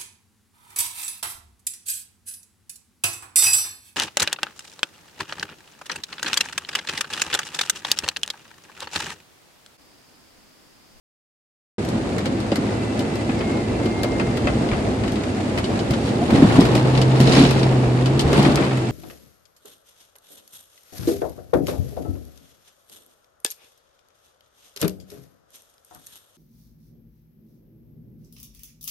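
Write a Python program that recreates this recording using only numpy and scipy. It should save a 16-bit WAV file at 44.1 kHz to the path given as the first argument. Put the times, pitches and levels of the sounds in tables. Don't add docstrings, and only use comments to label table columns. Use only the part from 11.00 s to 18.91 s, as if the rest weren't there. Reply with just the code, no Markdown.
import sys
import numpy as np
from scipy import signal
from scipy.fft import rfft, irfft, next_fast_len
from scipy.io import wavfile

SR = 44100
rng = np.random.default_rng(int(sys.argv[2]) if len(sys.argv) > 2 else 0)


def dump(signal):
    limited = np.clip(np.atleast_2d(signal).T, -1, 1)
    pcm = np.round(limited * 32767).astype(np.int16)
    wavfile.write(sys.argv[1], SR, pcm)


N = 348831
TIME = np.arange(N) / SR
BODY_LEFT_DB = -0.33

# frequency_hz, level_db
DRUM_COLOUR = [(50, -73), (110, 0), (170, -3.5), (255, -4.5), (340, -4), (400, -9.5), (500, -8.5),
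               (700, -15.5), (1000, -18.5), (1600, -26.5), (4000, -31.5)]
# frequency_hz, level_db
TICK_COLOUR = [(3000, 4.5), (5300, 4.5), (6500, -2.5), (8500, -2), (10500, -4.5), (14500, -8)]


def from_db(db):
    return 10 ** (np.asarray(db) / 20)


def pan(left_db):
    return from_db([[left_db / 2], [-left_db / 2]])


def rms_one(x):
    return x / np.sqrt(np.mean(x ** 2) + 1e-20)


def curve(points):
    return np.interp(TIME, *np.transpose(points))


def held(start_s, length_s, attack_s, release_s):
    return np.clip(np.minimum((TIME - start_s) / attack_s, (start_s + length_s - TIME) / release_s), 0, 1)


def decay(t60, size, attack_s=1e-6):
    return from_db(-60 * TIME[:size] / t60) * (1 - np.exp(-TIME[:size] / attack_s))


def drift(rate_hz):
    step, settle = 40, 2000
    pole = np.exp(-2 * np.pi * rate_hz * step / SR)
    white = rng.standard_normal(N // step + settle + 2)
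    slow = signal.lfilter([1], [1, -2 * pole, pole * pole], white)[settle:]
    return np.interp(np.arange(N) / step, np.arange(len(slow)), rms_one(slow))


def noise(size=N):
    return rng.standard_normal((2, size))


def add(out, start_s, sound):
    i = min(round(start_s * SR), N)
    out[:, i:i + sound.shape[-1]] += sound[..., :N - i]


def in_cab(pair, colour, mic_spacing_m=0.16):
    size = next_fast_len(pair.shape[1], True)
    hz = np.maximum(np.arange(size // 2 + 1) * SR / size, 1)
    points_hz, points_db = np.transpose(colour)
    gain = from_db(np.interp(np.log(hz), np.log(points_hz), points_db))
    gain /= 1 + (hz / points_hz[-1]) ** 4 + (points_hz[0] / hz) ** 4
    coherence = .98 * np.sinc(2 * hz * mic_spacing_m / 343)
    spectrum = rfft(pair, size) * gain * np.sqrt([1 + coherence, 1 - coherence])
    mid, side = irfft(spectrum, size)[:, :pair.shape[1]]
    return rms_one(np.array([mid + side, mid - side]))


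def grains(per_s, spread_db, t60, size=1536, panels=8):
    strength = from_db(spread_db * np.minimum(rng.exponential(1, N), 4)) * rng.choice([-1, 1], N)
    hits = strength * (rng.random(N) < per_s / SR) / np.sqrt(per_s)
    panel, out = rng.integers(0, panels, N), 0
    for k in range(panels):
        ring = noise(size) * decay(t60, size)
        out += signal.oaconvolve([hits * (panel == k)], ring, axes=1)[:, :N]
    return rms_one(out)


def pings(per_s, low_hz, high_hz, cycles, pitches=20):
    taps = (rng.random(N) < per_s / SR) * from_db(3.4 * np.minimum(rng.exponential(1, N), 3))
    pitch, out = rng.integers(0, pitches, N), 0
    scattered = taps * rng.uniform(-0.97, 1, (2, N))
    for k, hz in enumerate(np.geomspace(low_hz, high_hz, pitches)):
        pole, angle = from_db(-60 * hz / (cycles * SR)), 2 * np.pi * hz / SR
        resonator = [0, np.sin(angle)], [1, -2 * pole * np.cos(angle), pole * pole]
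        out += signal.lfilter(*resonator, scattered * (pitch == k) + 1e-18)
    return rms_one(out)


def struck(modes, size, pitch_scale=1):
    out = 0
    for pitch, db, t60 in modes:
        ring = np.sin(2 * np.pi * pitch * pitch_scale * TIME[:size]) * decay(t60, size, attack_s=0.00065)
        out += from_db(db) * rng.uniform(-1.35, 1.63, (2, 1)) * ring
    return out


def thin_tone(hz, waver, flicker_db):
    phase = 2 * np.pi * np.cumsum(hz * (1 + waver * drift(30.6))) / SR
    level = np.sqrt(2) * from_db(flicker_db * drift(16))
    return level * np.sin(phase + rng.uniform(0, np.pi / 2, (2, 1)))


def motor_whine(gripping):
    # pitch_hz, level_db, duck_db
    partials = [(1716, -70, -4), (2026, -62, -16), (2340, -72, -5), (2680, -65.5, -5)]
    # time_s, gain_db
    swell = [(.8, -14), (1.4, 9), (2.3, 14.5), (3.15, 13.5), (3.8, 5), (7.9, 9.5)]
    whine = sum(from_db(db + duck_db * gripping) * thin_tone(hz, waver=0.0042, flicker_db=3)
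                for hz, db, duck_db in partials)
    return from_db(curve(swell)) * whine


def squeals(sag_hz=65):
    # start_s, length_s, pitch_hz, glide_hz_per_s, full_grip_db, waver_share
    rubs = [(2.357, 0.28, 2168, -120, -42, 0.00494), (2.8, 0.53, 2130, -65, -42, 0.0066),
            (5.204, 0.05, 713, 1602, -18.5, 0.0225)]
    out, gripping = 0, 0
    for start_s, length_s, hz, glide, db, waver in rubs:
        grip = held(start_s, length_s, attack_s=0.0394, release_s=0.048)
        pitch_hz = hz + glide * np.clip(TIME - start_s, 0, length_s) - sag_hz * (1 - grip)
        out += from_db(db) * grip * thin_tone(pitch_hz, waver, flicker_db=1.3)
        gripping = np.maximum(gripping, grip)
    return out, gripping


def engine():
    # time_s, firing_hz
    speed = [(.95, 87), (1.42, 105.5), (2.35, 110), (2.65, 108), (3.35, 117), (3.72, 106.3), (4.52, 99),
             (4.9, 111.5), (5.3, 117), (5.55, 114), (5.85, 129.5), (6.12, 129.7), (6.4, 135), (6.7, 129.8),
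             (6.92, 124), (7.28, 139), (7.55, 140.5), (7.88, 121)]
    # time_s, level_db
    load = [(.9, -35), (1.3, -32.5), (2.4, -37.5), (2.95, -38), (3.7, -33.5), (4.0, -30.5), (5.25, -36),
            (5.55, -25), (5.72, -30), (5.86, -25), (6.2, -21.5), (6.65, -25.5), (6.95, -25), (7.2, -27),
            (7.38, -26), (7.9, -31)]
    # firing_multiple, level_db
    overtones = [(2, -32), (2.5, -36.5), (3, -36), (3.5, -43), (4, -41), (5, -47)]
    cab_hz, cab_half_width_hz, cab_boost_db = 126.4, 14.8, 10.5
    firing_hz, load_db = curve(speed), curve(load)
    boom_db = cab_boost_db / (1 + ((firing_hz - cab_hz) / cab_half_width_hz) ** 2)
    phase = 2 * np.pi * np.cumsum(firing_hz * (1 + 0.00333 * drift(6.8))) / SR
    out = from_db(load_db + boom_db + 0.57 * drift(4.6)) * np.sin(phase)
    hum_db = 0.3 * (load_db - load_db.mean())
    for multiple, db in overtones:
        flutter_db = 2 * drift(4.7)
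        out += from_db(db + hum_db + flutter_db) * np.sin(multiple * phase + rng.uniform(0, 2 * np.pi))
    return out


def tyres(wading, spray):
    # time_s, level_db
    ruts = [(.8, -41), (1.9, -41), (2.6, -36.5), (3.1, -33), (3.72, -31.5), (4.12, -34), (4.38, -43),
            (4.7, -38), (5.6, -31), (5.85, -36), (6.4, -30), (7.1, -35.5), (7.28, -26.5), (7.74, -41),
            (7.88, -38)]
    # time_s, level_db
    shake = [(.8, -44.5), (1.9, -42.5), (2.6, -39.5), (3.1, -33.5), (3.72, -34.5), (4.15, -38.5),
             (4.42, -44), (4.68, -33), (5.0, -30.5), (5.5, -28), (5.9, -32), (6.45, -28), (7.05, -43),
             (7.33, -28), (7.7, -44)]
    # time_s, level_db
    gravel = [(.8, -36.5), (1.2, -38), (1.6, -36.5), (2.25, -36.5), (2.65, -36.6), (3.2, -36.5),
              (3.55, -35.2), (3.85, -36.5), (4.4, -36.5), (4.7, -35.5), (5.0, -35.5), (5.8, -36.5),
              (7.9, -36)]
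    # frequency_hz, level_db
    boom_colour = [(20, -50), (32, -42), (42, -22), (54, -12), (80, -12.5), (105, -37), (140, -39),
                   (250, -58)]
    # frequency_hz, level_db
    rumble_colour = [(50, -27), (95, -3), (130, -2), (168, -6.5), (210, -1.3), (245, -0.2), (295, -4.5),
                     (335, -2.5), (420, -7.5), (560, -10.5), (760, -13), (1000, -20), (1600, -29.5),
                     (4000, -53)]
    # frequency_hz, level_db
    grit_colour = [(400, 4), (900, -5), (1250, 0), (1550, -0.5), (2200, -1.5), (3200, -6), (4500, -7.5),
                   (5800, -12.5), (8200, -12.5), (10000, -18.5), (11000, -22.5), (12000, -28.5),
                   (15000, -50)]
    usual_shake_db, cushion_db, mud_db = -34, -0.5, -11
    bumps_db = drift(7.7)
    boom = from_db(curve(ruts)) * in_cab(noise(), boom_colour)
    rumble_db = -22 + 0.24 * (curve(shake) - usual_shake_db) + cushion_db * wading + bumps_db
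    rumble = from_db(rumble_db) * in_cab(noise(), rumble_colour)
    grit_gain = np.hypot(from_db(curve(gravel) + 0.49 * bumps_db), from_db(mud_db) * spray)
    crunch = noise() + from_db(-6 + 1.7 * drift(15)) * grains(per_s=400, spread_db=3.5, t60=0.032)
    pebbles = from_db(-12.8) * pings(per_s=170, low_hz=1600, high_hz=5300, cycles=27)
    return (boom + rumble) * pan(BODY_LEFT_DB) + grit_gain * (in_cab(crunch, grit_colour) + pebbles)


def knock(ring_db, clack_db, tick_db, part_hz, size):
    # frequency_hz, level_db
    clack_colour = [(300, 4), (600, 14.5), (850, 1.5), (1200, 7.5), (1600, 3), (2050, 4), (2600, -7),
                    (2880, -8), (3150, 1.5), (5000, -24)]
    # pitch_ratio, level_db, t60_s
    trim_modes = [(.525, -7.5, .09), (.72, -8, 0.07), (.79, -8.5, 0.085), (.9, -9, 0.051), (.98, -4, .05),
                  (1.005, -6.5, 0.048), (1.04, -2.5, 0.047)]
    # frequency_hz, level_db
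    ring_colour = [(1200, -22), (2500, -24), (2950, 11), (3300, 6), (3800, 7), (4150, 6.5), (4800, 5.5),
                   (5500, -2.5), (8000, -3.5), (9800, -9), (12000, -37)]
    # pitch_hz, level_db, t60_s
    metal_modes = [(2943, -3.5, 0.072), (3000, -5, 0.082), (3610, -13, .07), (3980, -9, .07),
                   (4450, -10, .07), (4760, -6, .07), (5200, -10, .06)]
    crack = from_db(-3.5) * decay(0.013, size, attack_s=0.0002)
    clack = in_cab(noise(size), clack_colour) * decay(0.13, size, attack_s=0.00091)
    clack += struck(trim_modes, size, part_hz)
    ring = in_cab(noise(size), ring_colour) * (decay(0.1, size, attack_s=0.00063) + crack)
    ring += struck(metal_modes, size)
    tick = in_cab(noise(size), TICK_COLOUR) * (decay(0.06, size) + crack)
    return from_db(clack_db - 0.55) * clack + from_db(ring_db - 1.25) * ring + from_db(tick_db) * tick


def rattles(size=4096, bounce_db=-9, snap_s=7.5575):
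    # start_s, ring_db, clack_db, tick_db, pitch_hz
    knocks = [(.849, -45, -37, -38, 2600), (0.888, -47, -48, -35, 2600), (1.1821, -33.5, -27.5, -35, 2080),
              (1.2566, -29, -27, -39, 2270), (1.402, -38, -42, -41, 2580), (1.517, -31, -27.5, -48, 2670),
              (1.557, -34, -26, -29, 2040), (1.992, -32, -52, -34, 2600), (2.1555, -40, -35, -39, 2620),
              (2.2918, -40, -26, -60, 2500), (2.4076, -41, -26, -59, 2500), (2.857, -36, -31, -40, 2300),
              (3.0327, -29.5, -23, -28.5, 2220), (3.1975, -32.5, -21.5, -52, 2570),
              (3.3712, -34, -29.5, -37, 2610), (3.4705, -32, -18.5, -48, 2560),
              (3.688, -35, -31, -55, 2800), (3.7147, -37, -25, -56, 2370), (3.733, -39, -26, -57, 2700),
              (4.036, -37, -27, -58, 2480), (4.078, -34, -30, -43, 2580), (4.12, -45, -42, -37, 2600),
              (4.157, -37, -35, -48, 2600), (4.5756, -32, -24, -39, 2500), (4.5844, -36, -28, -35, 2390),
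              (4.6418, -28.5, -32, -55, 2740), (4.79, -30.5, -42, -57, 2700), (4.9078, -35, -27, -32, 2650),
              (4.9357, -32, -27.5, -49, 2710), (5.305, -34, -24.5, -35, 2280),
              (5.6073, -25, -31, -30, 2600), (5.6524, -29, -24.5, -32.5, 2530),
              (5.752, -28.5, -26, -27, 2390), (6.015, -23, -25, -34, 2680), (6.202, -27, -26, -28, 2600),
              (6.2104, -32, -28, -31, 2490), (6.3216, -20.5, -26, -39, 2530),
              (6.5086, -31, -24.5, -28, 2580), (7.058, -28, -27, -36, 2600), (7.1933, -20, -26, -30, 2710),
              (7.209, -33, -40, -29, 2580), (7.329, -29, -24, -28, 2660), (7.428, -31, -30, -32, 2610),
              (7.449, -27, -18.5, -44, 2440), (7.572, -34, -21, -52, 2530), (7.598, -35, -30, -52, 2500),
              (7.622, -36, -24, -54, 2410), (7.641, -34, -32, -54, 2530), (7.664, -38, -28, -46, 2490),
              (7.7096, -43, -26, -58, 2530), (7.729, -46, -33, -58, 2470), (7.7724, -39, -30, -40, 2600)]
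    out = np.zeros((2, N))
    for start_s, *touch in knocks:
        bounce_s = start_s + rng.uniform(.006, .016)
        add(out, start_s, knock(*touch, size))
        add(out, bounce_s, from_db(bounce_db) * knock(*touch, size))
    snap_envelope = decay(0.0045, size) + from_db(-16) * decay(0.067, size)
    add(out, snap_s, from_db(-13.5) * in_cab(noise(size), TICK_COLOUR) * snap_envelope)
    return out * pan(left_db=2.5)


def thumps(size=6000, rise_s=0.0035):
    # start_s, level_db, pitch_hz
    blows = [(1.256, -21, 258), (1.517, -8, 322), (1.517, -14, 566.5), (1.521, -24, 805),
             (1.581, -9.5, 278), (2.293, -9.5, 249), (2.853, -8.5, 344.6), (3.04, -16, 579),
             (3.446, -12, 280), (3.72, -14, 81), (4.905, -8.5, 134), (5.326, -2.5, 224), (5.342, -5, 286),
             (5.374, -4, 270), (5.395, -4, 254), (5.422, 3, 271), (5.442, -3, 205), (5.584, 6.5, 273),
             (5.606, -9, 245), (5.62, -10, 360), (5.755, -14, 634), (6.2, -4, 225), (6.374, -2, 279),
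             (6.401, -1.5, 252), (6.416, -2, 269), (6.43, -10, 254), (7.39, -17, 244), (7.46, -7, 312),
             (7.251, -15, 76), (7.477, -4.5, 263)]
    # pitch_ratio, level_db, t60_s
    floor_modes = [(.63, -3, .075), (1, 6, 0.05), (1.25, -8, 0.06), (1.62, -20, 0.055), (2.9, -12.5, 0.026)]
    out, t = np.zeros((2, N)), TIME[:size]
    rise = 1 - np.exp(-(t / rise_s) ** 2)
    for start_s, db, hz in blows:
        floor = sum(from_db(mode_db) * np.sin(2 * np.pi * hz * ratio * t) * decay(t60, size)
                    for ratio, mode_db, t60 in floor_modes)
        cab = from_db(-18) * in_cab(noise(size), DRUM_COLOUR) * decay(0.08, size)
        add(out, start_s, from_db(db) * rise * (floor + cab))
    return out


def spray_gains():
    # crest_s, rise_s, fall_s, level_db, glass_share_db
    surges = [(5.08, 0.084, 0.047, -36.5, -2), (5.36, 0.021, 0.024, -30, -3), (5.568, 0.23, 0.17, -29, -28),
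              (5.78, 0.048, 0.023, -32, -2), (5.99, 0.28, 0.024, -36.5, -3),
              (6.39, 0.13, 0.095, -23.5, 0.5), (6.57, 0.03, 0.13, -34.5, -3.5), (6.8, 0.15, 0.13, -49, -10),
              (7.01, 0.17, 0.029, -40.5, -16.5), (7.399, 0.11, 0.17, -26.5, -19.5),
              (7.61, 0.032, 0.056, -32, -21)]
    body_power = glass_power = 1e-12
    for crest_s, rise_s, fall_s, db, glass_share_db in surges:
        from_crest = np.maximum((crest_s - TIME) / rise_s, (TIME - crest_s) / fall_s)
        surge = from_db(db) * np.exp(-np.minimum(from_crest, 20))
        body_power += surge ** 2
        glass_power += (from_db(glass_share_db) * surge) ** 2
    return np.sqrt(body_power), np.sqrt(glass_power)


def windscreen(spray, size=3072):
    # frequency_hz, level_db
    glass_colour = [(1200, -25), (2200, 7), (3500, 2), (4200, 7), (6200, -4.5), (8500, -7.5), (10500, -13),
                    (14000, -32)]
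    # start_s, level_db, pitch_hz
    gobs = [(5.95, -24.5, 3320), (5.975, -21.5, 3700), (6.115, -30, 3200), (6.2723, -20, 3800),
            (6.351, -20, 4200), (6.373, -24, 2800), (6.386, -25, 3300), (6.413, -27, 2600),
            (6.45, -19, 3000), (6.489, -28, 4300), (6.563, -35, 3100), (6.597, -30, 4300),
            (6.6305, -22, 3900), (6.69, -31, 3000)]
    # pitch_ratio, level_db
    splat_colour = [(.3, -5), (1, -2), (1.3, -2), (1.7, -16), (2.4, -15), (3.3, -40)]
    bursts = in_cab(grains(per_s=800, spread_db=2, t60=0.016, size=1024, panels=10), glass_colour)
    taps = pings(per_s=340, low_hz=1920, high_hz=4900, cycles=35)
    out = spray * (from_db(-0.5) * bursts + from_db(-11) * taps)
    for start_s, db, hz in gobs:
        colour = [(hz * ratio, colour_db) for ratio, colour_db in splat_colour]
        add(out, start_s, from_db(db) * in_cab(noise(size), colour) * decay(0.06, size, attack_s=0.00043))
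    return out


def puddle(wading, spray):
    # frequency_hz, level_db
    spray_colour = [(400, -26), (850, -3), (1130, 3), (1500, 2), (2000, -2), (2500, -2.5), (3300, -0.5),
                    (4500, -2.5), (6000, -11), (8500, -8.5), (10500, -13.5), (12500, -22), (15000, -50)]
    drum_gain = wading * np.hypot(from_db(-30.5), from_db(-3) * spray ** 0.48)
    density = (spray / spray.max()) ** 0.65
    slugs = in_cab(grains(per_s=900, spread_db=1, t60=0.031), DRUM_COLOUR)
    patter = grains(per_s=1800 * density, spread_db=3.5, t60=0.027)
    drops = from_db(-2.5) * in_cab(patter + from_db(-19) * noise(), spray_colour)
    splatter = from_db(-11) * pings(per_s=900 * density, low_hz=1634, high_hz=4480, cycles=41)
    return drum_gain * slugs * pan(BODY_LEFT_DB) + spray * (drops + splatter)


def scene():
    wading = held(start_s=5.27, length_s=2.77, attack_s=0.033, release_s=0.54)
    body_spray, glass_spray = spray_gains()
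    driving = tyres(wading, body_spray) + engine() * pan(BODY_LEFT_DB)
    water = puddle(wading, body_spray) + windscreen(glass_spray)
    impacts = thumps() + rattles()
    friction, gripping = squeals()
    return driving + water + impacts + friction + motor_whine(gripping)


def record(dry):
    low_cut_hz, start_s, high_cut_hz = 23, 0.7825, 15900
    trimmed = signal.sosfilt(signal.butter(3, low_cut_hz, "high", fs=SR, output="sos"), dry)
    clipped = np.clip(trimmed * (TIME >= start_s), -1, 1)
    return signal.sosfilt(signal.cheby2(16, 70, high_cut_hz, fs=SR, output="sos"), clipped)


dry = scene()
out = record(dry)
dump(out)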